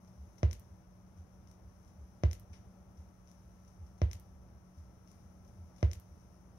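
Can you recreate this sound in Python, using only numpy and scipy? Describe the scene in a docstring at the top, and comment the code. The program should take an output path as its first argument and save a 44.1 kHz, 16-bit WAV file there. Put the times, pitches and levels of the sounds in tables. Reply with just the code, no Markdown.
"""A small room, heard from a phone beside a record deck: a stylus rides the unmodulated edge groove at
33 rpm and plays through a loudspeaker. Once a turn a deep nick kicks it into a pop and a bass thump,
then a few fine scratches tick; warps bump softly in between. Under it all, grains of the groove wall
crackle and hiss, the bearing rumbles and the motor hums."""
import sys
import numpy as np
from scipy import signal
from scipy.fft import rfft, irfft, next_fast_len
from scipy.io import wavfile
from scipy.ndimage import uniform_filter1d

SR = 44100
rng = np.random.default_rng(int(sys.argv[2]) if len(sys.argv) > 2 else 0)


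def transcribe(signal):
    """Save signal, clipped to [-1, 1], as a 16-bit WAV file at the path in sys.argv[1]."""
    frames = np.atleast_2d(signal).T
    limited = np.clip(frames, -1, 1)
    pcm = np.round(limited * 32767).astype(np.int16)
    wavfile.write(sys.argv[1], SR, pcm)


N = 290178
TURN_S = 1.8008
TIME = np.arange(N) / SR
FFT_SIZE = next_fast_len(N + SR)
FREQ = np.maximum(np.arange(FFT_SIZE // 2 + 1) * SR / FFT_SIZE, 1)

# The deep nick, once a turn. Each row: start in seconds, level in dB.
NICK_HITS = [(0.4310, -0.5), (2.2356, -0.4), (4.0171, -2), (5.8286, -0.5)]
# The pop's tone, dull because the nick is wide. Each row: frequency in Hz, gain in dB.
POP_EQ = [(100, 3), (230, 9.5), (380, 4.5), (620, 12), (800, -2), (1100, -1), (1700, -8.5), (2100, -12.5),
          (3100, -12.5), (5700, -18.5), (7300, -29.5), (9000, -37), (15000, -33)]
# Tonearm and record ringing after a kick. 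Each row: pitch in Hz, level in dB, t60 in seconds.
ARM_MODES = [(353.5, -39, 0.096), (415, -49, 0.053), (470, -49, 0.17), (580, -66, 0.043),
             (672, -58.5, 0.093), (986, -52.5, 0.21), (990, -51, .06), (1206, -82, 0.26),
             (1410, -67, 0.063), (1954, -55, 0.096), (2010, -63, .09), (2216, -69, .1), (2370, -65, 0.13)]
# The boom of loudspeaker and room.
# Each row: pitch in Hz, level in dB, t60 in seconds, polarity at the listener.
BASS_MODES = [(55.9, -28, 0.29, -1), (71.2, -16, 0.19, 1), (80.15, -23, 0.29, -1), (95.44, -11.5, 0.19, -1),
              (96.2, -20.5, 0.31, 1), (105.8, -24, 0.16, 1), (157, -26, 0.052, 1)]
# Fine scratches and dust. Each row: seconds into the turn, level in dB, treble tilt in dB per octave,
# left minus right groove wall in dB, low cut in Hz.
SCRATCHES = [(0.0471, -42, -7, 3, 7000), (0.5117, -21.5, -10.5, 0, 2200), (0.5303, -19.5, -2, -5.5, 1500),
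             (0.5511, -35, -2, -3, 3000), (0.5965, -35.5, 9, -6.5, 7000), (1.4734, -37, -15, 4, 6000),
             (1.5139, -33.5, -1.5, -2, 7000)]
# Warps and dimples that lift the stylus.
# Each row: crest in seconds into the turn, peak in dB, length in seconds.
WARPS = [(0.222, -43.5, 0.12), (0.726, -46.5, 0.07), (1.202, -45.5, 0.098), (1.675, -49, 0.081)]
# Scuffed patches. Each row: seconds into the turn, level in dB, decay time in seconds, centre in Hz.
SCUFFS = [(0.073, -65.5, 0.017, 5800), (1.166, -69, 0.051, 5500), (1.474, -67.5, 0.066, 5970)]
# Short crackly scuffs that do not sound on every turn.
# Each row: start in seconds, level in dB, decay time in seconds, centre in Hz.
OCCASIONAL_SCUFFS = [(0.379, -58, 0.012, 5500), (2.529, -55, 0.031, 2820), (3.862, -66.5, 0.027, 5600),
                     (3.977, -65, 0.013, 5580), (5.761, -57.5, 0.0065, 4420), (5.781, -57, 0.009, 4400),
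                     (5.804, -58.5, .007, 4400)]
# Direct sound from the loudspeaker into each microphone port. Each row: frequency in Hz, gain in dB.
LEFT_PORT_EQ = [(1100, 1), (1750, -0.5), (2050, 10.5), (3100, -2), (4300, -14), (5100, 5.5), (5750, 13.5),
                (6450, 8), (7200, -22), (8300, -24), (9500, 1.5), (11200, -0.5), (12800, -13.5),
                (15500, -22.5)]
RIGHT_PORT_EQ = [(600, 1), (1200, -10.5), (1700, -12), (2100, -9), (3100, -2), (5100, -8), (5900, -13.5),
                 (7800, -13), (9000, -6.5), (10800, -24), (12100, -1.5), (14000, -13.5), (16000, -10)]
# The colour of the room's reflections. Each row: frequency in Hz, left gain in dB, right gain in dB.
REVERB_EQ = [(120, -5.5, -17), (330, -6, -7), (638, -9.5, -12), (1090, -17, -12.5), (1574, -5, -15.5),
             (1940, -1.5, -10.5), (3030, -4.5, -13), (4360, -7, -14.5), (5530, -1.5, -7.5),
             (6710, 3.5, -23), (7500, -19.5, -11.5), (9220, 2, -11), (12000, -23, -5), (15500, -18, -21)]
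# The bed of rumble and room air. Each row: frequency in Hz, left gain in dB, right gain in dB.
RUMBLE_EQ = [(24.5, -64, -56.5), (46.4, -42, -39.5), (60.6, -34, -32.5), (111.8, -36.5, -36),
             (154, -46.5, -44.5), (198, -39.5, -44), (265, -51.5, -52), (537, -52.5, -59),
             (553, -49.5, -57.5), (1377, -59, -63.5), (1515, -61.5, -72.5), (2810, -75, -77),
             (7600, -88.5, -96), (15200, -80.5, -88)]
# The motor's tones. Each row: pitch in Hz, level in dB, start of a one-second fade-in in seconds.
MOTOR_TONES = [(184, -64.5, -1), (323, -81, -1), (574, -82.5, -1.8), (824, -89, -1), (1318, -86, 1.5)]


def nick_kicks():
    """One sharp kick of the stylus each time the nick comes round."""
    kicks = np.zeros(N)
    for start, db in NICK_HITS:
        add(kicks, start, undb([db]))
    return kicks


def pop(kicks, low_cut_hz=70, scrape_db=-54, scrape_after_s=0.018, scrape_width_s=0.021):
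    """The kick cracks, the arm rings, and the stylus scrapes as it settles back on the groove walls."""
    crack = eq_curve(POP_EQ) * 1j * FREQ / (1j * FREQ + low_cut_hz)
    settling = sum(undb(db) * np.exp(-((TIME - start - scrape_after_s) / scrape_width_s) ** 2)
                   for start, db in NICK_HITS)
    scrape_eq = eq_curve([(500, -10.5), (4200, 3), (5800, -22), (9000, -12.5)])
    scrape = filtered(settling * rng.standard_normal(N), scrape_eq)
    return filtered(kicks, crack + ringing(ARM_MODES)) + undb(scrape_db) * scrape


def thump(kicks):
    """The kick rings the bass modes, which beat as they die, a little right of centre."""
    return filtered(kicks, ringing(BASS_MODES)) * pan(left_db=-1.95)


def ticks(tilt_above_hz=5700, size=256):
    """Fine scratches: very short pulses without bass, unequal on the two groove walls."""
    out = np.zeros((2, N))
    hz = np.maximum(np.arange(size // 2 + 1) * SR / size, 1)
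    octaves_up = np.log2(np.maximum(hz / tilt_above_hz, 1))
    for at, db, tilt_db, wall_db, low_cut_hz in every_turn(SCRATCHES):
        spectrum = undb(db + tilt_db * octaves_up) * hz / np.hypot(hz, low_cut_hz)
        pulse = np.roll(irfft(spectrum), size // 2)
        add(out, at - size / 2 / SR, pulse * pan(wall_db))
    return out


def warps(bass_hz=77, wander=0.1, bounce_after_s=0.143, bounce_db=-43.5, bounce_length_s=0.046):
    """Warps and the arm's bounce after a pop rock the stylus; only the speaker's bass resonance sounds."""
    swell = np.zeros(N)
    bounces = [(start + bounce_after_s, db + bounce_db, bounce_length_s) for start, db in NICK_HITS]
    for crest, db, length in every_turn(WARPS) + bounces:
        add(swell, crest - length / 2, undb(db) * np.hanning(int(length * SR)))
    return swell * sine(bass_hz * (1 + wander * drift(60)))


def scuffs():
    """Coarser grains on a scuffed patch crackle: fast attack, then thinning out."""
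    out = np.zeros(N)
    age = TIME[:SR // 4]
    patches = every_turn(SCUFFS) + list(OCCASIONAL_SCUFFS)
    crackle = np.resize(grains(spread_db=6), (len(patches), len(age)))
    for (start, db, decay_s, hz), grit in zip(patches, crackle):
        envelope = np.exp(-age / decay_s) * (1 - np.exp(-20 * age / decay_s))
        band = signal.butter(1, [hz / 2, min(2 * hz, .45 * SR)], "bandpass", fs=SR)
        add(out, start, undb(db) * signal.lfilter(*band, envelope * grit))
    return out


def hiss(db=-73, waver_db=0.8, low_cut_hz=4000, wear_db=0.43, worn_at_s=0.36):
    """Tiny grains of the groove wall give only treble, swelling on the worn side around the nick."""
    swell_db = wear_db * np.cos(2 * np.pi * (TIME - worn_at_s) / TURN_S)
    level = undb(db + swell_db + waver_db * drift(10))
    return filtered(level * grains(spread_db=4), FREQ / np.hypot(FREQ, low_cut_hz))


def loudspeaker(groove, reverb_db=-1.5, left_lag_s=0.00048):
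    """The groove's sound reaches the right port first, then the left, then both by way of the room."""
    out = []
    for channel, (port_eq, lag_s) in enumerate([(LEFT_PORT_EQ, left_lag_s), (RIGHT_PORT_EQ, 0)]):
        reverb = undb(reverb_db) * rfft(room_echoes(), FFT_SIZE) * eq_curve(REVERB_EQ, channel)
        delay = np.exp(-2j * np.pi * FREQ * lag_s)
        out.append(filtered(groove[channel], (eq_curve(port_eq) + reverb) * delay))
    return np.array(out)


def room_echoes(mid_t60=0.33, treble_t60=0.16, split_hz=5000,
                early_t60=0.053, early_db=-5, predelay_s=0.00084):
    """Near surfaces scatter briefly; the walls ring on, and swallow the treble first."""
    t = TIME[:SR // 2]
    late, early = rng.standard_normal((2, len(t)))
    mids = signal.sosfiltfilt(signal.butter(2, split_hz, fs=SR, output="sos"), late)
    tail = mids * fade(t, mid_t60) + (late - mids) * fade(t, treble_t60)
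    early = early * fade(t, early_t60)
    echoes = tail / np.linalg.norm(tail) + undb(early_db) * early / np.linalg.norm(early)
    return echoes * (t > predelay_s)


def rumble(mono_below_hz=650, swell_db=1):
    """Bearing rumble and room air: shared by both ports in the bass, wide in the treble."""
    mono_share = 1 / (1 + (FREQ / mono_below_hz) ** 2)
    centre = filtered(rng.standard_normal(N) * undb(swell_db * drift(7.9)), np.sqrt(mono_share))
    sides = filtered(rng.standard_normal((2, N)), np.sqrt(1 - mono_share))
    return np.array([filtered(centre + sides[side], eq_curve(RUMBLE_EQ, side)) for side in (0, 1)])


def motor_hum(waver_db=0.52, drift_hz=1.239):
    """Slightly wavering tones of the motor; the thin top one fades in later."""
    out = np.zeros(N)
    for hz, db, start in MOTOR_TONES:
        fade_in = np.clip(TIME - start, 0, 1)
        level = np.sqrt(2) * undb(db - waver_db * drift(6.5))
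        out += fade_in * level * sine(hz + drift_hz * drift(10))
    return out


def ringing(modes, attack_s=0.00032):
    """Frequency response of decaying modes; the cartridge reads velocity, hence cosines."""
    t = TIME[:SR]
    ring = sum(np.prod(np.sign(polarity)) * undb(db) * fade(t, t60) * np.cos(2 * np.pi * hz * t)
               for hz, db, t60, *polarity in modes)
    attack = 1 - np.exp(-(t / attack_s) ** 2)
    return rfft(ring * attack, FFT_SIZE)


def grains(spread_db):
    """Crackly noise of unit level whose grains differ in size by spread_db."""
    grit = rng.standard_normal(N) * undb(spread_db * rng.standard_normal(N))
    return grit / grit.std()


def every_turn(marks):
    """Loop rows that begin with seconds into the turn, each time the record comes round."""
    return [(turn + at, *rest) for turn in np.arange(0, N / SR, TURN_S)
            for at, *rest in marks if turn + at < N / SR]


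def eq_curve(points, channel=0):
    """Minimum-phase EQ through points in Hz and dB, made by folding the cepstrum."""
    table = np.array(points, float)
    gain_db = np.interp(np.log(FREQ), np.log(table[:, 0]), table[:, 1 + channel])
    cepstrum = irfft(np.log(undb(gain_db)), FFT_SIZE)
    cepstrum[1:FFT_SIZE // 2] *= 2
    cepstrum[FFT_SIZE // 2 + 1:] = 0
    return np.exp(rfft(cepstrum))


def filtered(sound, response):
    """Pass a sound through a frequency response."""
    return irfft(rfft(sound, FFT_SIZE) * response, FFT_SIZE)[..., :N]


def drift(rate_hz):
    """Smooth random wander with a spread of 1."""
    hold = int(SR / rate_hz)
    steps = np.repeat(rng.standard_normal(N // hold + 1), hold)
    smooth = uniform_filter1d(uniform_filter1d(steps, hold), hold)[:N]
    return smooth / smooth.std()


def sine(hz):
    """A sine that follows a moving pitch."""
    return np.sin(2 * np.pi * np.cumsum(hz) / SR)


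def fade(t, t60):
    """Exponential decay, 60 dB down after t60 seconds."""
    return np.exp(-np.log(1000) * t / t60)


def pan(left_db):
    """Stereo gains with the left left_db above the right."""
    return undb(np.array([[left_db], [-left_db]]) / 2)


def undb(db):
    """Decibels to gain."""
    return 10 ** (np.asarray(db) / 20)


def add(track, start_s, sound):
    """Mix a sound into the track at start_s."""
    start = max(int(round(start_s * SR)), 0)
    part = track[..., start:start + sound.shape[-1]]
    part += sound[..., :part.shape[-1]]


def scene():
    """Everything the stylus picks up, played into the room over rumble and hum."""
    kicks = nick_kicks()
    groove = pop(kicks) + ticks() + hiss() + scuffs()
    return loudspeaker(groove) + thump(kicks) + warps() + rumble() + motor_hum()


def record(dry):
    """The phone cuts the top end steeply at 15650 Hz."""
    return signal.sosfilt(signal.ellip(8, .2, 70, 15650, fs=SR, output="sos"), dry)


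dry = scene()
out = record(dry)
transcribe(out)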